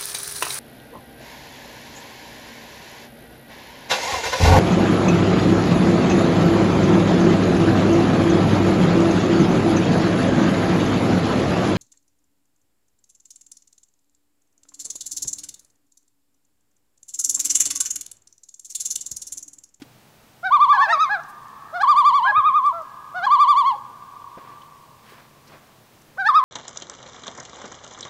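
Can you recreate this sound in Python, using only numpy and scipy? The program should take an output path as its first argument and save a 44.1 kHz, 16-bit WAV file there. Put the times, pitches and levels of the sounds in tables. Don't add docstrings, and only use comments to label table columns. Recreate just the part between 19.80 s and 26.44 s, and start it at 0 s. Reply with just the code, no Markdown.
import sys
import numpy as np
from scipy import signal
from scipy.fft import rfft, irfft, next_fast_len
from scipy.io import wavfile

SR = 44100
rng = np.random.default_rng(int(sys.argv[2]) if len(sys.argv) > 2 else 0)


def generate_wav(sig):
    pcm = np.round(np.clip(np.atleast_2d(sig).T, -1, 1) * 32767).astype(np.int16)
    wavfile.write(sys.argv[1], SR, pcm)


N = 292824
TOP_HZ = 15750
BEND_DB_PER_OCT = 36.5

# (frequency [Hz], gain [dB])
HIGH_THROAT_DB = [(1400, 0.5), (1900, -30), (2400, -30.5), (2900, -24), (3400, -27), (3900, -29),
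                  (4750, -32), (5100, -45.5), (6000, -46.5), (7200, -42.5), (8300, -55.5), (9500, -45),
                  (10500, -63), (12000, -61.5), (14000, -74.5)]
# (start [s], end [s], crest time [s], tremolo period [s], crest pitch [Hz],
# depth [0-1], crest narrowness [2 = sine], final sag [0-1], level [dB], trough dip [dB], overtones [dB],
# overtone ramp [dB/s], start tilt [dB/oct], end tilt [dB/oct], throat stretch [ratio])
HIGH_CALL_NOTES = [ (0.703, 1.063, .7437, 0.083, 1214, 0.25, 1.19, .12, -10.5, -16, 2, 7.5, -6, 3, 0.94),
                   (1.124, 1.295, 1.121, 0.088, 1339, 0.16, 2.1, .08, -13, -11, 7.5, 1, -4.5, 1, 1.35),
                   (2.029, 2.508, 2.0185, 0.085, 1210, 0.23, 1.18, 0.21, -11, -11, 3, 15, 1.5, 3, 1.01),
                   (2.519, 2.929, 2.579, 0.092, 1258, .175, 1.95, 0.11, -12.5, -10.5, 0.5, -28.5, -55, 28, .89),
                   (3.464, 3.953, 3.449, .0842, 1198, .21, 1.35, .16, -11.5, -9.5, 3.5, 12.5, -2, 5, 0.989),
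                   (6.484, 6.651, 6.4775, 0.082, 1282, .21, 2, 0.01, -10, -12, 0, -19, 0, 3, 1.2), ]


def high_register(tire_s=0.09, lag_cycles=0.35, dull_db_per_oct=-16, bright_db_per_oct=28):
    out = np.zeros(N)
    for (start, end, crest, period, crest_hz, depth, arch, sag, level_db, dip_db,
         overtone_db, ramp_db_per_s, start_tilt, end_tilt, stretch) in HIGH_CALL_NOTES:
        t = np.arange(start, end, 1 / SR)
        tired = np.exp((t - end) / tire_s)
        height, push = tremolo((t - crest) / period - lag_cycles * tired, arch)
        bend_oct = np.log2(1 - sag * tired)
        hz = crest_hz * 2 ** bend_oct * (1 - depth * (1 - height))
        db = level_db + BEND_DB_PER_OCT * bend_oct + dip_db * (1 - push)
        bright_db = overtone_db + ramp_db_per_s * (t - t.mean()) + bright_db_per_oct * bend_oct
        tilt = np.linspace(start_tilt, end_tilt, len(t)) + dull_db_per_oct * tired
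        voice = syrinx(t, hz, height, bright_db, tilt, HIGH_THROAT_DB, stretch,
                       slack_db=-11.5, rasp_db=-51, jitter=0.00091, fade_s=0.0063)
        add(out, start, amp(db) * voice)
    return out


# (frequency [Hz], gain [dB])
LOW_THROAT_DB = [(600, -5), (900, -8), (1400, -4), (1850, -2.5), (2100, -15), (2600, -24.5), (3000, -33),
                 (3700, -22.5), (5000, -27.5), (6500, -37), (8000, -46), (14000, -65.5)]
# (start [s], end [s], crest time [s], tremolo period [s],
# pitch at that crest [Hz], depth [0-1], glide [oct/s], level [dB], overtones [dB], tilt [dB/oct],
# throat stretch [ratio], fundamental [dB])
LOW_CALL_NOTES = [ (0.628, 0.7, 0.66, 0.06, 773.5, 0.1, 1.6, -19, -4.5, -9, 1.02, -1.5),
                  (.923, 1.128, .945, 0.088, 855, .17, 0.75, -19, -2.5, -1, 0.98, 0.5),
                  (1.065, 1.18, 1.109, 0.11, 697.4, 0.15, 0.5, -28, -7, -2.5, 1.4, 4.5),
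                  (1.29, 1.403, 1.328, 0.11, 844, 0.21, -0.54, -17, -3.5, -9.5, 0.98, -1.5),
                  (1.924, 2.028, 1.957, 0.072, 723, .13, 3.5, -25.5, -4, 4, 0.88, 4),
                  (2.441, 2.516, 2.495, 0.13, 838, 0.23, .1, -13, -10, -28, 1.03, -7),
                  (2.507, 2.53, 2.46, .1, 625, 0.07, 1.3, -35.5, -14.5, -14.5, 0.77, 8),
                  (2.923, 3.029, 2.966, 0.11, 677, .055, -0.55, -27.5, -21, -9.5, 1, -2),
                  (3.341, 3.461, 3.369, 0.088, 737, .135, 2.06, -25, -2.5, 0.5, 0.87, 3),
                  (3.947, 3.972, 4, 0.11, 622, 0.18, 0.5, -41.5, -21, -6, 1, 7.5),
                  (6.362, 6.381, 6.376, .1, 580, 0.3, 45, -33.5, -7, -8.5, 1.06, -2.5),
                  (6.379, 6.484, 6.399, 0.082, 782, 0.14, 2.5, -19, -8.5, -0.5, 0.95, -3), ]


def low_register(bloom_s=0.01, onset_db=-7, dull_db=-13.5, swell_db_per_oct=44, bright_db_per_oct=38):
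    out = np.zeros(N)
    for (start, end, crest, period, crest_hz, depth, glide, level_db,
         overtone_db, tilt, stretch, fundamental_db) in LOW_CALL_NOTES:
        t = np.arange(start, end, 1 / SR)
        onset = np.exp((start - t) / bloom_s)
        height, push = tremolo((t - crest) / period)
        bend_oct = glide * (t - crest)
        hz = crest_hz * 2 ** bend_oct * (1 - depth * (1 - height))
        dip_db = swell_db_per_oct * np.log2(1 - depth * (1 - push))
        db = level_db + onset_db * onset + BEND_DB_PER_OCT * bend_oct + dip_db
        bright_db = overtone_db + dull_db * onset + bright_db_per_oct * bend_oct
        voice = syrinx(t, hz, height, bright_db, tilt, LOW_THROAT_DB, stretch, slack_db=-8.5,
                       rasp_db=-41.5, jitter=0.0028, fade_s=0.0048, fundamental_db=fundamental_db)
        add(out, start, amp(db) * voice)
    return out


def tremolo(cycles, arch=1.5, plateau=1.66):
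    height = np.abs(np.cos(np.pi * cycles)) ** arch
    return height, 1 - (1 - height) ** plateau


def syrinx(t, hz, height, overtone_db, tilt_db_per_oct, throat, stretch, slack_db, rasp_db, jitter,
           fade_s, fundamental_db=0, knee_hz=3800, trough_db_per_oct=-6):
    overtone_db = overtone_db + slack_db * (1 - height) ** 2
    tilt = tilt_db_per_oct + trough_db_per_oct * (1 - height)
    phase = 2 * np.pi * np.cumsum(hz * (1 + jitter * drift(len(t), 300))) / SR
    voice = amp(rasp_db + overtone_db) * unit(coloured(rng.standard_normal(len(t)), throat, 4))
    for k in range(1, int((TOP_HZ - 1) / hz.max()) + 1):
        partial_hz = k * hz
        treble_oct = np.maximum(np.log2(partial_hz / knee_hz), 0)
        db = spectrum_db(throat, partial_hz / stretch) + tilt * treble_oct + (k == 1) * fundamental_db
        if k > 2 or partial_hz.max() > 2050:
            flicker_db = 2.6 * drift(len(t), 70)
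            db = db + overtone_db + flicker_db
        voice = voice + np.sqrt(2) * amp(db) * np.sin(k * phase)
    fade = np.clip(np.minimum(t - t[0], t[-1] - t) / fade_s, 0, 1)
    return voice * fade


# (time [s], level [dB])
VOICE_CRACKS = [(1.124, -52), (2.026, -41), (3.464, -41.5), (6.486, -44.5)]


def voice_cracks(half_width_s=0.0041):
    t = np.arange(N) / SR
    rough = unit(coloured(rng.standard_normal(N), LOW_THROAT_DB, 4.5))
    return rough * sum(amp(db) * np.exp(-((t - s) / half_width_s) ** 2) for s, db in VOICE_CRACKS)


# (delay [s], gain [dB])
REFLECTIONS = [(.0033, -41), (0.0118, -22.5), (0.017, -21.5), (0.024, -18.5), (.041, -23.5), (.072, -27.5),
               (.088, -26.5), (.17, -30.5), (.35, -40.5), (.965, -41.5)]
# (delay [s], relative level [dB])
FOREST_ENVELOPE = [(.01, 3), (0.099, 4.5), (0.299, -14.5), (.6, -9.5), (.85, -7), (.96, -14),
                   (1.049, -11.5), (1.351, -19), (1.598, -21.5), (2.401, -35.5)]
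# (frequency [Hz], gain [dB])
FOREST_SPECTRUM = [(500, -7.5), (850, 5), (1150, 1.5), (1700, -0.5), (2400, -2.5), (4000, -5),
                   (8000, -16.5), (14000, -28.5)]


def shore_echo(calls, forest_db=-21, tail_s=2.5):
    t = np.arange(round(tail_s * SR)) / SR
    delay_s, db = np.transpose(FOREST_ENVELOPE)
    scatter = rng.standard_normal(len(t)) * amp(np.interp(t, delay_s, db)) * (t > delay_s[0])
    response = amp(forest_db) * coloured(scatter / np.linalg.norm(scatter), FOREST_SPECTRUM)
    for s, echo_db in REFLECTIONS:
        add(response, s, amp([echo_db]))
    return signal.fftconvolve(calls, response)[:N]


# (time [s], relative level [dB], ring [Hz], t60 [s], tick re ring [dB], tick top edge [Hz])
HULL_KNOCKS = [(0.0185, -31, 281, 0.044, -11.5, 5000), (2.576, -39.5, 92.6, 0.14, -1, 400),
               (4.571, -41, 169, 0.031, -1, 789.8), (4.581, -48.5, 243, 0.036, 9.5, 906),
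               (5.321, -43.5, 394, 0.027, -4, 1516), (5.744, -43, 523, 0.033, -8, 1500)]


def knocks(rise_s=0.0018, tick_s=0.0068):
    out, t = np.zeros(N), np.arange(SR // 4) / SR
    attack = 1 - np.exp(-t / rise_s)
    for s, db, hz, t60_s, tick_db, edge_hz in HULL_KNOCKS:
        ring = np.sin(2 * np.pi * hz * t) * np.exp(-np.log(1000) * t / t60_s)
        band = signal.butter(2, [edge_hz / 7, edge_hz], "band", fs=SR, output="sos")
        noise = unit(signal.sosfilt(band, rng.standard_normal(len(t))))
        tick = amp(tick_db) * noise * np.exp(-t / tick_s)
        add(out, s, 2 * amp(db) * (ring + tick) * attack)
    return out


# (centre [s], Gaussian sigma [s], level [dB], tilt [dB/oct])
SHORE_SCUFFS = [(4.679, 0.086, -52, 1), (4.83, 0.032, -63, 8), (5.30, 0.042, -51, 4.5),
                (5.385, 0.06, -51.5, 2), (5.734, 0.041, -48.5, 1.5), (5.823, .09, -58, 1)]
# (frequency [Hz], relative level [dB])
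SCUFF_SPECTRUM = [(100, -1), (400, 5.5), (800, 5), (1600, 2), (2600, -5.5), (4500, -13.5), (8000, -27),
                  (15000, -30)]


def scuffs(grain_db=1.5):
    out, t = np.zeros(N), np.arange(-SR // 2, SR // 2) / SR
    for s, sigma_s, db, tilt in SHORE_SCUFFS:
        grit = rng.standard_normal(len(t)) * amp(grain_db * drift(len(t), 180))
        swell = np.exp(-0.5 * (t / sigma_s) ** 2)
        add(out, s + t[0], amp(db) * unit(coloured(grit, SCUFF_SPECTRUM, tilt)) * swell)
    return out


# (centre [s], level [dB], frequency [Hz], bandwidth [Hz], half width [s])
SMALL_TICKS = [(1.437, -56, 5820, 1472, 0.0043), (1.497, -53.5, 9100, 7050, 0.013),
               (1.63, -60, 6030, 2030, 0.0022), (1.684, -53.5, 5970, 1990, 0.0021),
               (2.864, -43.5, 4720, 1314, 0.0022), (3.021, -53, 5620, 1530, 0.0021),
               (4.822, -51, 3100, 303, 0.0043), (5.68, -54, 4870, 1200, 0.0096),
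               (6.22, -57, 6500, 3050, .005)]


def ticks():
    out, t = np.zeros(N), np.arange(-SR // 2, SR // 2) / SR
    for s, db, hz, width_hz, half_width_s in SMALL_TICKS:
        noise = signal.lfilter(*signal.iirpeak(hz, hz / width_hz, SR), rng.standard_normal(len(t)))
        add(out, s + t[0], amp(db) * unit(noise) * np.exp(-(t / half_width_s) ** 2))
    return out


# (frequency [Hz], relative density [dB])
AIR_SPECTRUM = [(25, -14), (45, -11), (68, -14), (100, -7), (129, -4.5), (180, -11), (215, -8.5),
                (360, -11.5), (700, -12.5), (1900, -19), (3000, -21), (7000, -26), (10000, -29),
                (15700, -27.5)]


def air(level_db=-53.5):
    return amp(level_db) * unit(coloured(rng.standard_normal(N), AIR_SPECTRUM))


# (frequency [Hz], level [dB])
HUM_TONES = [(97, -77.5), (123.8, -69), (150, -66), (215.3, -69.5)]


def hum(waver=0.014, swell_db=3.5):
    out = np.zeros(N)
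    for hz, db in HUM_TONES:
        phase = 2 * np.pi * np.cumsum(hz * (1 + waver * drift(N, 8))) / SR
        out += np.sqrt(2) * amp(db + swell_db * drift(N, 5.2)) * np.sin(phase)
    return out


def amp(db):
    return 10 ** (np.asarray(db) / 20)


def unit(x):
    return x / np.sqrt(np.mean(x ** 2) + 1e-20)


def spectrum_db(spectrum, hz):
    points_hz, db = np.transpose(spectrum)
    return np.interp(np.log(hz + 1), np.log(points_hz), db)


def coloured(x, spectrum, tilt_db_per_oct=0):
    size = next_fast_len(len(x), True)
    hz = np.fft.rfftfreq(size, 1 / SR)
    db = spectrum_db(spectrum, hz) + tilt_db_per_oct * np.log2((hz + 100) / 1000)
    return irfft(rfft(x, size) * amp(db), size)[:len(x)]


def drift(size, rate_hz):
    at = np.arange(size) * 2 * rate_hz / SR
    knots = rng.standard_normal(int(at[-1]) + 2)
    return np.sqrt(3 / 2) * np.interp(at, np.arange(len(knots)), knots)


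def add(mix, start_s, sound):
    part = mix[max(round(start_s * SR), 0):][:len(sound)]
    part += sound[:len(part)]


def scene():
    loons = low_register() + high_register() + voice_cracks()
    return (loons + shore_echo(loons) + knocks() + scuffs() + ticks() + air() + hum())[None]


def record(dry):
    lowpass = signal.firwin(601, TOP_HZ, window=("kaiser", 9), fs=SR)
    return signal.oaconvolve(dry, lowpass[None], "same")


dry = scene()
out = record(dry)
generate_wav(out)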